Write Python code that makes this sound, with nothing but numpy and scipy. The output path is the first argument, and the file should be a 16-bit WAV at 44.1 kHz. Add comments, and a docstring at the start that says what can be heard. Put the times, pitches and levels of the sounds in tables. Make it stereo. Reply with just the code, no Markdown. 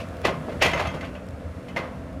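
"""Clanking excavator over a riverbed

Some way off, a long-reach excavator swings its arm. Slack in the bucket linkage slams home three
times; after the hardest slam the bucket rattles on and settles. The steel rings, the hollow arm
booms and the earth banks answer dully. The diesel rumbles underneath, with soft thumps and ticks."""
import sys
import numpy as np
from scipy import signal
from scipy.io import wavfile
from scipy.ndimage import map_coordinates

SR = 44100
rng = np.random.default_rng(int(sys.argv[2]) if len(sys.argv) > 2 else 0)


def store_pcm(level_fs):
    """Save levels as 16-bit WAV."""
    pcm = np.round(np.clip(level_fs, -1, 1) * 32767).astype(np.int16)
    wavfile.write(sys.argv[1], SR, np.atleast_2d(pcm).T)


N = 97020
T = np.arange(N) / SR
STEP = 32   # loudness curves are worked out once every STEP samples
SLOW_T = T[::STEP]
THUD_HZ, MIDDLE_HZ, CLANG_HZ, TREBLE_HZ = 430, 1080, 2200, 5800

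# Blows on the bucket and arm. Thud, middle and treble are boosts compared with the clang.
# (time [s], level [dB], thud [dB], middle [dB], treble [dB], note the contact point favours [Hz],
#  clatter fade time [s], ring [dB], grinding lead-in [s])
BLOWS = [(0.001, -39.5, 4.5, 4, 6, 2490, 0.21, -14.5, 0.0052),
         (0.25, -20.5, 4, -0.5, 0.5, 373, 0.23, -8, 0.005),
         (0.279, -33.5, 11, 9.5, -13, 1070, 0.33, -13, 0.0026),
         (0.4834, -42, 23, 9, -25, 580, .07, -11, 0.0014),
         (0.494, -43, -3, -14, -7, 1610, 0.22, -7, 0.0034),
         (0.522, -41.5, 17.5, 2, -8, 1280, 0.17, -16, .004),
         (0.6201, -12.5, -2.5, -5.5, 1.5, 2380, 0.18, -7, 0.0046),
         (0.646, -24.5, 5, 2.5, 3, 2630, 0.34, -22, 0.0034),
         (0.658, -23.5, 5.5, -2.5, 0.5, 2160, 0.27, -11.5, 0.0032),
         (0.712, -33.5, -2, -6, 3, 660, 0.21, -3.5, 0.0071),
         (0.733, -28.5, 6, 6, -0.5, 676, 0.33, -7, 0.003), (0.775, -32, -6, 7, -2, 860, 0.35, -5.5, 0.017),
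         (0.795, -30.5, 1.5, 6, 0, 830, 0.51, -14, 0.019), (0.85, -36, 3, 4.5, -7, 1200, .22, -19, .012),
         (0.87, -38, 4, 2.5, 8.5, 3360, 0.11, -0.5, .005),
         (0.941, -42.5, 11.5, 7.5, 3, 1120, 0.38, -11, 0.01),
         (1.008, -40.5, -2, -3, 3, 1970, 0.13, -4.5, 0.004), (1.03, -40, 2, 4, -9, 2330, .2, -9.5, .005),
         (1.047, -39.5, -1, -0.5, 0, 2580, 0.24, -14, 0.0087),
         (1.151, -44, 3, 7.5, -2, 2520, 0.13, -11, .006), (1.684, -45.5, -11, 6, 6, 2370, .13, -7.5, .001),
         (1.763, -26.5, 5, 3, -3, 1980, 0.28, -6.5, .0012), (1.833, -44.5, 6, 9, -7, 950, 0.51, -9, 0.0046)]
# How two microphones hear each pitch: (frequency [Hz], likeness [0-1], left minus right [dB])
STEREO = [(60, 0.98, -3), (250, .96, -1.2), (610, 0.91, -0.1), (1190, 0.61, -.2), (2380, 0.55, 0.2),
          (5000, 0.24, 0.5), (10000, 0.23, -4.5)]


def blow_strength(hz, favour_db=5, favour_octaves=0.13):
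    """How hard each blow shakes the steel at this frequency; the spot it hits favours one note."""
    anchors = np.log([THUD_HZ, MIDDLE_HZ, CLANG_HZ, TREBLE_HZ])
    levels = []
    for _, db, thud, middle, treble, note, *_ in BLOWS:
        boost = np.interp(np.log(hz), anchors, [thud, middle, 0, treble])
        favour = favour_db * np.exp(-(np.log2(hz / note) / favour_octaves) ** 2)
        levels.append(db + boost + favour)
    return from_db(levels)


def bucket_clatter(crack_s=0.0096, grind_cut_hz=5100, banks_cut_hz=3400):
    """At each blow the pin grinds, steel cracks on steel and the plates shake; the banks echo dully."""
    # The bucket's plate notes, so crowded that they blur into noise: (frequency [Hz], level [dB per Hz])
    plate = [(90, 2.5), (180, -4.5), (270, -7), (350, 1.5), (460, -2.5), (630, 5), (850, -1.5),
             (1400, -1.5), (2100, -0.5), (2700, -1.5), (3500, -7), (5000, -12), (6400, -15.5),
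             (8000, -26.5), (11000, -20.5), (15500, -41)]
    start, *_, fade_s, _, lead_in_s = np.transpose(BLOWS)[:, :, None]
    age = SLOW_T - start
    grind = from_db(0.5) * np.exp(-np.minimum(abs(age) / lead_in_s, 20))
    crack = from_db(-7) * np.exp(-np.minimum(abs(age) / crack_s, 20))
    echo_power = (from_db(-21.5) * rising(age, build_s=0.01) * dying(age, fade_s=1)) ** 2
    attack = rising(age, build_s=0.0016)
    chatter = unit_power(from_db(1.83 * drift(rate_hz=320)))[::STEP]
    out = 0
    for hz, band in noise_bands(plate):
        if hz > plate[0][0]:
            body = dying(age, fade_s * (CLANG_HZ / hz) ** 0.11)   # treble dies sooner
            hit = attack * (body + crack * hz / (hz + CLANG_HZ))
            direct = (grind / (1 + (hz / grind_cut_hz) ** 2) + hit) * chatter
            dull_echo = echo_power / (1 + (hz / banks_cut_hz) ** 2)
            power = blow_strength(hz) ** 2 @ (direct ** 2 + dull_echo)   # adds up all the blows
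            out = out + band * np.interp(T, SLOW_T, np.sqrt(power))
    return out


def steel_ring(scatter_db=4.0, beat_db=4.0, spread_s=0.002):
    """Every blow wakes the same notes, each with its own strength and delay; they waver as they fade."""
    # The clear notes of the steel: (frequency [Hz], level [dB], fade time [s])
    notes = [(342, -10, 0.11), (384.8, -12, 0.29), (445, -19.5, 0.32), (518, -10.5, 0.69),
             (599.5, -15.5, 0.57), (655, -8.5, 0.26), (963, -11.5, 0.59), (1068, -7, 0.38),
             (1222, -11, 0.43), (1324, -21, 0.41), (1514, -9.5, 0.51), (1740, -7, 0.17), (1970, -6, 0.25),
             (2067, -1, 0.17), (2097, -9, 0.32), (2470, -19, 0.15), (2370, -10.5, 0.31), (2565, -9, 0.31),
             (2613, -9.5, .22), (2800, -17, 0.27), (3000, -10.5, 0.23), (3246, -11, 0.33),
             (3630, -25, 0.14), (4441, -16, 0.12), (5600, -33, 0.11), (6370, -19, 0.15)]
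    start, *_, ring_db, _ = np.transpose(BLOWS)
    out = 0
    for hz, note_db, fade_s in notes:
        luck, late = rng.standard_normal((len(start), 2)).T
        hit_samples = ((start + spread_s * abs(late)) * SR).astype(int)
        kicks = np.zeros(N) + 1e-18
        kicks[hit_samples] = from_db(ring_db + note_db + scatter_db * luck) * blow_strength(hz)
        # This filter turns each kick into a fading sine wave.
        decay, angle = dying(1 / SR, fade_s), 2 * np.pi * hz / SR
        tone = signal.lfilter([0, np.sin(angle)], [1, -2 * decay * np.cos(angle), decay * decay], kicks)
        out = out + panned(tone * from_db(beat_db * drift(rate_hz=53)), hz)
    return out


def arm_boom(hz=162, width_hz=49):
    """After the heavy slams, the hollow arm swells and fades with a low note."""
    # Booms of the arm: (time [s], level [dB])
    booms = [(0.274, -31), (0.66, -30), (1.78, -38)]
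    band = signal.butter(2, [hz - width_hz / 2, hz + width_hz / 2], "band", fs=SR, output="sos")
    note = unit_power(signal.sosfilt(band, rng.standard_normal(N)))
    return panned(note * swells(booms, build_s=0.022, fade_s=0.98), hz)


def diesel_engine(firing_hz=83.68, waver_db=2.5, patchy_db=1.5, throb_depth=0.24):
    """Engine tones and pump hum waver in the open air, over a roar that throbs with each firing."""
    # Tones of the cylinders firing: (multiple of the firing rate, level [dB])
    firing_tones = [(1, -45.5), (2, -57.5), (3, -47.5), (6, -52.5), (7, -55.5)]
    # Hum of the pumps and fan: (frequency [Hz], level [dB])
    hums = [(62, -51.5), (186, -47.5), (283, -50.5), (570, -57), (656, -54.5)]
    # Roar of the engine and open air: (frequency [Hz], level [dB per Hz])
    roar = [(25, -40), (40, -16), (60, -3), (78, -1), (110, -3.5), (170, -5.5), (270, -8.5), (400, -15.5),
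            (510, -9), (650, -12), (800, -22.5), (1200, -19), (2000, -27), (2600, -31.5), (3300, -36.5),
            (7000, -43), (11000, -45.5), (12800, -51), (15500, -83)]
    # Loudness of the roar's low and high parts: (time [s], rumble [dB], hiss [dB])
    roar_levels = [(0, -36.5, -33.5), (.55, -34, -31.5), (.9, -35.5, -33.5), (1.25, -38, -37),
                   (1.65, -39.5, -36), (1.95, -37, -36), (2.2, -38, -38.5)]
    firing_phase = wandering_phase(firing_hz, wander=0.025, rate_hz=2.88)
    tones = [(k * firing_hz, round(k) * firing_phase, db) for k, db in firing_tones]
    tones += [(hz, wandering_phase(hz, wander=0.0078, rate_hz=7.8), db) for hz, db in hums]
    out = 0
    for hz, phase, db in tones:
        tone = unit_power(np.sin(phase) * from_db(waver_db * drift(rate_hz=6.9)))
        out = out + panned(from_db(db) * tone, hz)
    times, rumble_db, hiss_db = np.transpose(roar_levels)
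    rumble, hiss = np.interp(T, times, rumble_db), np.interp(T, times, hiss_db)
    throb = throb_depth * np.cos(firing_phase)
    for hz, band in noise_bands(roar):
        hiss_share = at_hz([(670, 0), (3000, 1)], hz)   # rumble gives way to hiss from 670 to 3000 Hz
        level_db = hiss_share * hiss + (1 - hiss_share) * (rumble + patchy_db * drift(rate_hz=10.2))
        pulse = 1 + (1 - hiss_share) * throb * (hz > 2 * firing_hz)
        out = out + band * from_db(level_db) * pulse
    return out


def ground_thumps(hz=80.24):
    """The machine's weight knocks on the earth: soft, low swells that soon die."""
    # Dull knocks on the ground: (time [s], level [dB])
    knocks = [(0.08, -36), (0.275, -38.5), (0.565, -28), (0.68, -30), (0.841, -34), (1.135, -32.5),
              (1.33, -31.5), (1.45, -29.5), (1.55, -33)]
    tone = np.sqrt(2) * np.sin(wandering_phase(hz, wander=0.0658, rate_hz=12))
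    return panned(tone * swells(knocks, build_s=0.0076, fade_s=0.37), hz)


def dry_ticks(decay_s=0.0009, cut_hz=3100):
    """Tiny bursts of noise snap close by, with no ring."""
    # Faint ticks: (time [s], level [dB])
    ticks = [(0.0872, -34), (0.1695, -32), (0.2169, -28), (1.142, -39), (1.267, -37), (1.2875, -34),
             (1.308, -37), (2.129, -39)]
    loudness = sum(from_db(db) * (T > start) * np.exp(-abs(T - start) / decay_s) for start, db in ticks)
    soften = signal.butter(1, cut_hz, fs=SR, output="sos")
    return panned(signal.sosfilt(soften, loudness * rng.standard_normal(N)), cut_hz)


def from_db(db):
    """Turn decibels into a number to multiply by."""
    return np.exp(np.asarray(db) * (np.log(10) / 20))


def unit_power(x):
    """Scale a signal so that its average power is 1."""
    return x / np.sqrt(np.mean(x ** 2) + 1e-20)


def at_hz(points, hz, column=1):
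    """Read a table at any frequency, sliding evenly in pitch between its rows."""
    table = np.array(points)
    return np.interp(np.log(hz), np.log(table[:, 0]), table[:, column])


def drift(rate_hz):
    """A smooth random wobble, about 1 in size."""
    memory = np.exp(-2 * np.pi * rate_hz * STEP / SR)
    smooth = signal.lfilter([1], [1, -2 * memory, memory * memory], rng.standard_normal(2 * len(SLOW_T)))
    return np.interp(T, SLOW_T, unit_power(smooth[-len(SLOW_T):]))


def wandering_phase(hz, wander, rate_hz):
    """The running angle of a tone whose pitch strays by about the fraction `wander`."""
    return 2 * np.pi * np.cumsum(hz * (1 + wander * drift(rate_hz))) / SR


def dying(age, fade_s):
    """Silent before the start, then falling 60 dB in each fade time."""
    return (age > 0) * np.exp(-np.log(1000) * np.clip(age / fade_s, 0, 10))


def rising(age, build_s):
    """Build up from 0 to 1."""
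    return 1 - np.exp(-np.clip(age / build_s, 0, 20))


def swells(events, build_s, fade_s):
    """A loudness curve that rises and fades at each event."""
    return sum(from_db(db) * rising(T - start, build_s) * dying(T - start, fade_s) for start, db in events)


def panned(x, hz):
    """Share a sound between left and right, as suits its frequency."""
    return x * from_db(at_hz(STEREO, hz, column=2) * np.array([[.5], [-.5]]))


def noise_bands(spectrum):
    """Yield (frequency, stereo noise) in slices a third of an octave wide, with total power near 1."""
    edges = 22 * 2 ** (np.arange(30) / 3)
    centres = np.sqrt(edges[1:] * edges[:-1])
    white = rng.standard_normal((2, 2, N + SR // 10))
    gains = from_db(at_hz(spectrum, centres)) * np.sqrt(centres)
    for k, hz in enumerate(centres):
        band = signal.butter(2, edges[k:k + 2], "band", fs=SR, output="sos")
        common, side = signal.sosfilt(band, white[k % 2])[:, -N:]
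        alike = np.clip(at_hz(STEREO, hz), 0, .998)
        side = side * np.sqrt((1 - alike) / (1 + alike))
        pair = unit_power(np.array([common + side, common - side]))
        yield hz, pair * panned(gains[k] / np.linalg.norm(gains), hz)


def scene(left_lag_s=0.000034):
    """The machine stands a little to the right, so its sound reaches the left microphone later."""
    left, right = diesel_engine() + bucket_clatter() + steel_ring() + arm_boom() + ground_thumps()
    late_left = map_coordinates(left, [(T - left_lag_s) * SR], order=3, mode="nearest")
    return np.array([late_left, right]) + dry_ticks()


def record(dry, peak_limit=0.6, cutoff_hz=15800):
    """Round off the tallest peaks, then cut away the highest treble."""
    rounded = dry / (1 + (dry / peak_limit) ** 4) ** (1 / 4)
    return signal.sosfilt(signal.ellip(10, .1, 80, cutoff_hz, fs=SR, output="sos"), rounded)


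dry = scene()
out = record(dry)
store_pcm(out)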